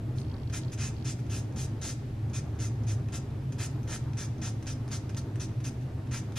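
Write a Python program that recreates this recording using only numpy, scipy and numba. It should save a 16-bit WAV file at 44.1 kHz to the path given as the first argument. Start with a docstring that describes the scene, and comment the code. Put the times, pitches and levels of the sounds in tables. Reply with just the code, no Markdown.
"""At a table in a small ventilated room, a foam sanding block buffs fingernails close to a camera.
Strokes, about four a second, are enveloped grit noise, crackling with snags, through nail resonances.
Landings add a snap and a crunch; coarse grains add short scratches. Room noise tails answer.
Ventilation is coloured noise plus tones; for about the first second a lens motor ticks as it refocuses."""
import sys
import numpy as np
from scipy import signal
from scipy.fft import rfft, irfft, next_fast_len
from scipy.io import wavfile
from scipy.ndimage import map_coordinates
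from numba import njit

SR = 44100
rng = np.random.default_rng(int(sys.argv[2]) if len(sys.argv) > 2 else 0)


def put_to_file(sound):
    """Save the sound as 16-bit audio at rate SR, in the file named by the first command-line argument."""
    columns = np.atleast_2d(sound).T  # one column per channel
    safe = np.clip(columns, -1, 1)
    whole_steps = np.round(safe * 32767)
    wavfile.write(sys.argv[1], SR, whole_steps.astype(np.int16))


N = 281534
TIME_S = np.arange(N) / SR
FFT_SIZE = next_fast_len(N + SR)
FREQ_HZ = np.arange(FFT_SIZE // 2 + 1) * SR / FFT_SIZE

# ventilation noise density: (frequency [Hz], level [dB per Hz])
AIR_SPECTRUM = [(15, -78), (28, -76), (60, -68), (150, -69), (200, -69), (300, -77), (420, -79),
                (620, -80.5), (1000, -87), (2000, -93.5), (4000, -101), (8000, -108.5), (12000, -111),
                (15000, -120)]
# duct and room modes: (centre [Hz], width at half power [Hz], peak density [dB per Hz])
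DUCT_MODES = [(35, 8.1, -64.5), (74.9, 11.1, -55), (85.9, 4, -55), (107, 10.9, -48), (122.7, 5.3, -49.5),
              (131.85, 9.6, -50), (150, 34, -64.5), (177.6, 5.1, -63), (231, 27.8, -65), (268, 10.2, -66.5),
              (309.3, 25.5, -65), (342, 6.6, -72), (386.7, 35.5, -71.5), (449.4, 22, -76.5)]
# mains, motor and electronics tones: (frequency [Hz], mean RMS level [dB])
HUM_TONES = [(120, -46), (218, -60), (259.3, -56.5), (778, -71.5), (908, -71.5), (11449, -87)]
# likeness of the ventilation noise at the two ports: (frequency [Hz], correlation [0-1])
PORT_LIKENESS = [(80, .9998), (130, 1), (230, 0.97), (420, 0.74), (900, 0.65), (1300, 0.18), (4000, 0.5),
                 (12000, 0)]
# strength of the air flow: (time [s], gain [dB])
AIR_FLOW = [(0, 0.5), (.9, 0.5), (1.8, -0.5), (3.1, 0.5), (4.1, -1), (5.2, -1), (6.3, -2)]
# lens motor steps: (time [s], relative level [dB])
FOCUS_STEPS = [(.184, -40.5), (.199, -48), (.215, -44.5), (.232, -49), (.248, -51), (.266, -53),
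               (.282, -53), (.298, -48), (.315, -45.5), (.341, -47), (.365, -48), (.382, -53), (.399, -53),
               (.417, -53), (.433, -49), (.474, -48), (.498, -46), (.616, -45), (.634, -44), (.648, -46.5),
               (.682, -46), (.699, -50), (.965, -50), (.982, -50), (.999, -53), (1.011, -51), (1.024, -45)]
# lens barrel resonances: (centre [Hz], width [Hz], relative gain [dB])
BARREL_MODES = [(3270, 300, -4), (3930, 350, -9), (4440, 320, -1), (5100, 300, -6)]
# lead of the left microphone port over the right: (frequency [Hz], phase [rad])
PORT_LEAD = [(100, 0), (4300, 0), (5200, .8), (6100, 1.7), (7200, 2), (8200, 2.7), (9200, 1.7),
             (10800, 2.7), (12500, 2.9), (15000, 2.6)]
# room sound against direct sound: (frequency [Hz], ratio [dB])
WET_RATIO = [(500, -14), (1500, -9), (3200, -8.5), (4500, -1.5), (6400, -4), (7700, -4.5), (8700, -1.5),
             (10500, -21), (13000, -50)]
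# colour of grit on nail: (frequency [Hz], relative gain [dB])
SCRAPE_COLOUR = [(300, -20), (600, -4.5), (900, -7), (1400, -4.5), (2400, -3.5), (4200, -6.5), (5500, -2),
                 (6400, -3.5), (7300, -5), (8400, -6.5), (9800, -9), (11400, -7.5), (13000, -13),
                 (15000, -25)]
# block, hand and table top resonances: (centre [Hz], width at half the dB [Hz], relative gain [dB])
BODY_MODES = [(1350, 74, 8), (1620, 190, 3.5), (1823, 46, 9), (2016, 330, -3.5), (2080, 50, 8.5),
              (2288, 120, -9.5), (2310, 32, 15), (2458, 30, 8), (2600, 23, 6), (3510, 78, 4.5),
              (3900, 240, 3.5), (4600, 370, 1), (5150, 520, 3), (5430, 300, -3), (6320, 1230, 4),
              (8600, 600, 0.5), (9550, 1400, 2.5)]
# block landings: (time [s], relative level [dB], relative snap against crunch [dB], crunch decay [s],
#                  contact ring [Hz], dull knock [dB])
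LANDINGS = [(.499, -52.5, -4, 0.014, 6300, 8), (1.266, -51, -6, .004, 6300, 9),
            (1.525, -53, -4, .0036, 6300, 6), (2.298, -53, -4, .004, 6300, 7),
            (2.552, -55, -4, .003, 6300, 4), (2.836, -53, 0, .004, 6300, -2),
            (3.087, -49, -7, .002, 3500, 11), (3.523, -44.5, -8, 0.0095, 6300, 2.5),
            (3.8318, -48, -1, .002, 6300, 7), (4.134, -44.5, -6, 0.0015, 3480, 7),
            (4.383, -55, -3, .003, 6300, 3), (4.627, -44.5, -2, .0043, 6300, 3),
            (4.88, -40, -0.5, .001, 1200, 7), (4.888, -52, 5, .0014, 6300, 4),
            (5.094, -44.5, -7, 0.0084, 6300, 7), (5.1474, -51, 14.5, .00093, 3400, -2),
            (5.3581, -41.5, 1, .0018, 1300, 7), (5.604, -50.5, -3, 0.0064, 1500, 9.5),
            (6.072, -54, 5, .0027, 3500, 9), (6.3228, -50, 3, .0026, 3500, 6)]
# coarse grains catching on the nail's edge: (time [s], relative level [dB], decay [s])
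GRAIN_SCRATCHES = [(0.847, -43, 0.0037), (1.5638, -44, .004), (1.891, -40, 0.013), (3.603, -38, .003),
                   (3.877, -44, .006), (3.961, -35, .0012), (4.659, -46, .003), (4.907, -45, 0.0059),
                   (4.93, -46, .004), (5.645, -50, .004), (6.143, -35.5, .005)]
# block strokes: (start [s], length [s], relative level [dB], skew [under 1 peaks early],
#                 mean dull rasp against hiss [dB], mean contact ring [Hz], mean nail bending pitch [Hz],
#                 bending strength [dB], finest sizzle gain [dB])
STROKE_TABLE = [(0.154, 0.078, -54.5, .75, -8, 8500, 2100, -6, 2),
                (0.523, 0.075, -38, 0.87, -1.5, 6860, 2000, -6, -3),
                (.716, 0.038, -45.5, 0.92, 1, 6700, 2100, -12, 0),
                (0.774, 0.13, -39, .92, -.5, 6800, 2330, -4, -10),
                (1.044, 0.096, -39, 0.79, -5, 7300, 2260, 0, -10),
                (1.182, 0.027, -58, .91, 5, 6300, 2100, -3, 5),
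                (1.295, 0.12, -41, 0.78, -2, 6740, 2700, -2, 1),
                (1.558, 0.11, -41, 0.83, -4, 6900, 2500, -8, 0),
                (1.812, 0.13, -37.5, 0.68, -4, 7050, 3870, -10, -4),
                (2.331, 0.076, -40.5, .76, -4, 6860, 2180, -3, -7),
                (2.587, .105, -41.5, 0.76, -5.5, 6600, 1890, 3, -5),
                (2.865, 0.082, -43, 0.9, -1.5, 6400, 1900, -3, -6),
                (3.12, 0.072, -41, 0.87, -0.5, 6900, 1700, -11, -2),
                (3.58, 0.099, -38.5, 0.92, -2, 7350, 2040, -4, -1),
                (3.872, 0.11, -39, 1.25, 1, 6700, 1640, -6, -3),
                (4.168, 0.1, -40.5, 0.78, 1, 6240, 1690, -20, -7),
                (4.414, 0.098, -40, .72, 0.5, 6300, 2000, -14, -8),
                (4.665, 0.078, -41, 0.45, -1, 5770, 2190, -19, -7),
                (4.912, 0.076, -39.5, 0.5, 0, 6200, 4200, -5, -2),
                (5.165, 0.038, -43.5, 0.54, 0, 6200, 4200, 4, 4),
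                (5.397, 0.067, -41, 0.54, -3, 6040, 1300, -19, -9),
                (5.638, 0.061, -41.5, 0.78, -1, 5930, 2400, -13, -1),
                (5.809, 0.028, -63, .7, 9, 6300, 2400, -9, 0),
                (6.109, 0.099, -40.5, 0.86, 2.5, 6540, 1870, -8, -5),
                (6.355, 0.056, -38.5, 1.1, 3, 7200, 3260, 1.5, 8)]


def undb(db):
    """Decibels to gain."""
    return 10 ** (np.asarray(db) / 20)


def curve(points):
    """Join (Hz, value) points on a log-frequency axis."""
    hz, value = np.transpose(points)
    return np.interp(np.log(FREQ_HZ + 1), np.log(hz), value)


def bell(centre_hz, width_hz):
    """Resonance shape: 1 at the centre, 0.5 at the edges of its width."""
    return .5 ** ((2 * (FREQ_HZ - centre_hz) / width_hz) ** 2)


def colour(x, gain):
    """Filter by a gain for each frequency."""
    return irfft(rfft(x, FFT_SIZE) * gain, FFT_SIZE)[..., :N]


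def causal(db):
    """Unit-power minimum-phase response: it rings only after its cause."""
    cepstrum = irfft(np.log(undb(db)), FFT_SIZE)
    response = np.exp(rfft(2 * cepstrum[:FFT_SIZE // 2], FFT_SIZE))
    return response / np.sqrt(np.mean(abs(response) ** 2))


def walk(rate_hz):
    """Smooth random drift of unit spread."""
    drift = colour(rng.standard_normal(N), bell(0, 2 * rate_hz))
    return drift / drift.std()


def add(track, start_s, sound):
    """Mix a short sound into a track at its time."""
    first = int(start_s * SR)
    part = track[first:first + len(sound)]
    part += sound[:len(part)]


def above(x, hz):
    """The part of a sound above a frequency."""
    return signal.sosfiltfilt(signal.butter(3, hz, "high", fs=SR, output="sos"), x)


@njit
def resonator(x, hz, width_hz):
    """State-variable band-pass, unity at a centre that may move at every sample."""
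    y, band, low = np.empty(len(x)), 0., 0.
    for i in range(len(x)):
        g, damping = np.tan(np.pi * hz[i] / SR), width_hz / hz[i]
        v = (band + g * (x[i] - low)) / (1 + g * (g + damping))
        band, low = 2 * v - band, low + 2 * g * v
        y[i] = damping * v
    return y


def ventilation(waver_db=2.5, waver_hz=2.0, flutter_db=1.7, flutter_hz=12):
    """Air rumbles in duct and room modes, alike at both ports in the bass, with wavering tones."""
    power = undb(curve(AIR_SPECTRUM)) ** 2
    for hz, width_hz, db in DUCT_MODES:
        power = power + undb(db) ** 2 * bell(hz, width_hz)
    alike = np.clip(curve(PORT_LIKENESS), -1, 1)
    density_gain = power * SR / 2
    mid = colour(rng.standard_normal(N), np.sqrt(density_gain * (1 + alike) / 2))
    side = colour(rng.standard_normal(N), np.sqrt(density_gain * (1 - alike) / 2))
    # flow strength scales only the low rumble
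    flow_gain = undb(np.interp(TIME_S, *np.transpose(AIR_FLOW)))
    mid = mid + colour(mid, bell(0, 540)) * (flow_gain - 1)
    # eddies make the rush of air waver
    mid = mid + colour(mid, bell(1110, 1330)) * (undb(flutter_db * walk(flutter_hz)) - 1)
    tones = np.zeros(N)
    for hz, db in HUM_TONES:
        amplitude = np.sqrt(2) * undb(db + waver_db * walk(waver_hz))
        tones += amplitude * np.sin(2 * np.pi * (hz * TIME_S + rng.random()))
    return mid + side * np.array([[1], [-1]]) + tones


def lens_motor(tick_decay_s=0.0032, gain_db=-2.5):
    """The focus motor hunts in small uneven steps; each noise tick rings the barrel briefly."""
    force = np.zeros(N)
    tick = np.exp(-TIME_S[:SR // 50] / tick_decay_s)
    for start_s, db in FOCUS_STEPS:
        add(force, start_s, undb(db + gain_db) * tick)
    modes = sum(undb(db) / (1 + 2j * (FREQ_HZ - hz) / width_hz) for hz, width_hz, db in BARREL_MODES)
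    barrel = bell(4100, 3200) * modes
    barrel = barrel / np.sqrt(np.mean(abs(barrel) ** 2))
    return colour(force * rng.standard_normal((2, N)), barrel)


def room(x, t60_s=0.62, treble_t60_s=0.28, early_s=0.0074, early_db=5):
    """Direct sound reaches the ports out of step; table and walls add a short diffuse tail."""
    age_s = TIME_S[:SR // 2]
    noise = rng.standard_normal((2, len(age_s)))
    dull = signal.sosfilt(signal.butter(2, 4000, fs=SR, output="sos"), noise)
    tail = dull * 1e-3 ** (age_s / t60_s) + (noise - dull) * 1e-3 ** (age_s / treble_t60_s)
    # denser early reflections, none within the first millisecond
    tail = tail * (1 + undb(early_db) * np.exp(-age_s / early_s)) * (age_s > .001)
    tail = tail / np.sqrt(np.sum(tail ** 2, axis=1, keepdims=True))
    wet = undb(curve(WET_RATIO))
    direct = np.exp(.5j * np.array([[1], [-1]]) * curve(PORT_LEAD))
    response = (direct + wet * rfft(tail, FFT_SIZE)) / np.sqrt(1 + wet ** 2)
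    return colour(x, response)


def grit(size, spread_db):
    """Dense tiny catches of abrasive grains, a few of them much larger."""
    largeness = np.minimum(rng.exponential(size=size), 5)
    catches = rng.standard_normal(size) * undb(spread_db * largeness)
    return catches / catches.std()


def contact(push, ring_hz, rasp_db, ring_width_hz=1300, ring_db=-4, rasp_hz=3300):
    """The nail rings at a pitch set by where it is pressed; a flatter, firmer contact adds low rasp."""
    ring = resonator(push, ring_hz * np.ones(len(push)), float(ring_width_hz))
    low = signal.sosfiltfilt(signal.butter(3, rasp_hz, fs=SR, output="sos"), push)
    return push + undb(ring_db) * ring + (undb(rasp_db) - 1) * low


def flex(push, bend_hz, db, width_hz=600):
    """The nail under the block bends at a low pitch of its own, set by where it is pressed."""
    return push + undb(db) * resonator(push, bend_hz * np.ones(len(push)), float(width_hz))


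def touches(snap_db=9, settle_db=-18, settle_s=.06, snap_rasp_db=2, gain_db=-4):
    """The block's edge snaps against the nail, the grit crunches and then settles faintly."""
    track, age_s = np.zeros(N), TIME_S[:SR // 5]
    blow = signal.unit_impulse(len(age_s), len(age_s) // 400)  # 0.5 ms in
    for start_s, db, hard_db, crunch_s, ring_hz, knock_db in LANDINGS:
        press = np.exp(-age_s / crunch_s) + undb(settle_db) * np.exp(-age_s / settle_s)
        snap = contact(blow, ring_hz, knock_db + snap_rasp_db, ring_db=12) * undb(snap_db + hard_db)
        crunch = contact(grit(len(age_s), 0.8) * press, ring_hz, knock_db, ring_db=-17)
        add(track, start_s - .0005, undb(db + gain_db) * (snap + crunch))
    return track


def scratches(ring_hz=4000, rasp_db=7, spread_db=3, gain_db=-5):
    """A coarse grain digs in and tears free: a burst of ragged catches, duller than the hiss."""
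    track, age_s = np.zeros(N), TIME_S[:SR // 20]
    for start_s, db, decay_s in GRAIN_SCRATCHES:
        burst = grit(len(age_s), spread_db) * np.exp(-age_s / decay_s)
        add(track, start_s, undb(db + gain_db) * contact(burst, ring_hz, rasp_db, ring_db=-2))
    return track


def strokes(judder_db=0.2, judder_hz=150, fullness=.86, spread_db=2.0, rasp_fall_db=6.5,
            hiss_rise_db=8, hiss_start_db=-2, hiss_hz=8000, sizzle_hz=11000, hand_db=-15, gain_db=-2.5,
            ring_wander=0.026, rasp_wander_db=0.5, rock_hz=45, snags_per_s=160, snag_db=11,
            grab_s=0.0013, bite_db=-17, bite_s=.014, bend_glide=0.085, hand_glide=0.19,
            brush_db=-27, brush_s=0.038, brush_wander_db=4):
    """Each stroke bites with a dull rasp, speeds up and slows down; the block judders and rocks."""
    track, age_s = np.zeros(N), TIME_S[:SR // 5]
    size = len(age_s)
    roll, tilt = walk(rock_hz), walk(rock_hz)
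    for start_s, length_s, db, skew, rasp_db, ring_hz, bend_hz, bend_db, sizzle_db in STROKE_TABLE:
        travel = np.clip(age_s / length_s, 0, 1)
        speed = abs(np.sin(np.pi * travel ** skew))
        roll_now = np.interp(start_s + age_s, TIME_S, roll)
        tilt_now = np.interp(start_s + age_s, TIME_S, tilt)
        # coarse grains snag and crackle out of the fine grit
        snagged = rng.random(size) < snags_per_s / SR
        snags = snagged * rng.choice([-1, 1], size) * undb(snag_db)
        # the foam gives for a moment, then the grit grabs all at once
        grab = 1 - np.exp(-(age_s / grab_s) ** 4)
        bite = undb(bite_db) * np.exp(-age_s / bite_s)
        # after the push the block still brushes the nail, loosely and unevenly
        brush_decay = np.exp(-np.maximum(age_s - length_s, 0) / brush_s)
        brush = travel * brush_decay * undb(brush_db + brush_wander_db * tilt_now)
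        push = (grit(size, spread_db) + snags) * grab * (speed ** fullness + bite + brush)
        # as the block lifts away only the finest grit still touches: the hiss brightens
        push = push + (undb(hiss_start_db + hiss_rise_db * travel) - 1) * above(push, hiss_hz)
        push = push + (undb(sizzle_db) - 1) * above(push, sizzle_hz)
        # the point of pressure slides along the nail, so its bending pitch glides
        push = flex(push, bend_hz * np.exp(bend_glide * (.5 - travel)), bend_db)
        # rocking over the curved nail shifts the ring and makes the rasp come and go
        ring_now_hz = ring_hz * np.exp(ring_wander * roll_now)
        rasp_now_db = rasp_db + rasp_fall_db * (.5 - travel) + rasp_wander_db * tilt_now
        scrape = undb(db) * contact(push, ring_now_hz, rasp_now_db)
        # the moving hand reflects the scrape from a changing distance, shifting its colour
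        lag_s = rng.uniform(0.000492, 0.00143) * np.exp(hand_glide * travel)
        reflection = map_coordinates(scrape, [(age_s - lag_s) * SR])
        add(track, start_s, scrape + undb(hand_db) * reflection)
    return track * undb(gain_db + judder_db * walk(judder_hz))


def scene(left_db=0.28):
    """Buffing a little left of centre, the lens motor and the ventilation."""
    modes_db = sum(db * bell(hz, width_hz) for hz, width_hz, db in BODY_MODES)
    body = causal(curve(SCRAPE_COLOUR) + modes_db)
    buffing = room(colour(strokes() + touches() + scratches(), body))
    buffing = buffing * undb(np.array([[left_db], [-left_db]]))
    return buffing + lens_motor() + ventilation()


def record(dry, top_hz=15300):
    """The camera cuts the top with a steep elliptic low-pass."""
    return signal.sosfilt(signal.ellip(8, .2, 70, top_hz, fs=SR, output="sos"), dry)


dry = scene()
out = record(dry)
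put_to_file(out)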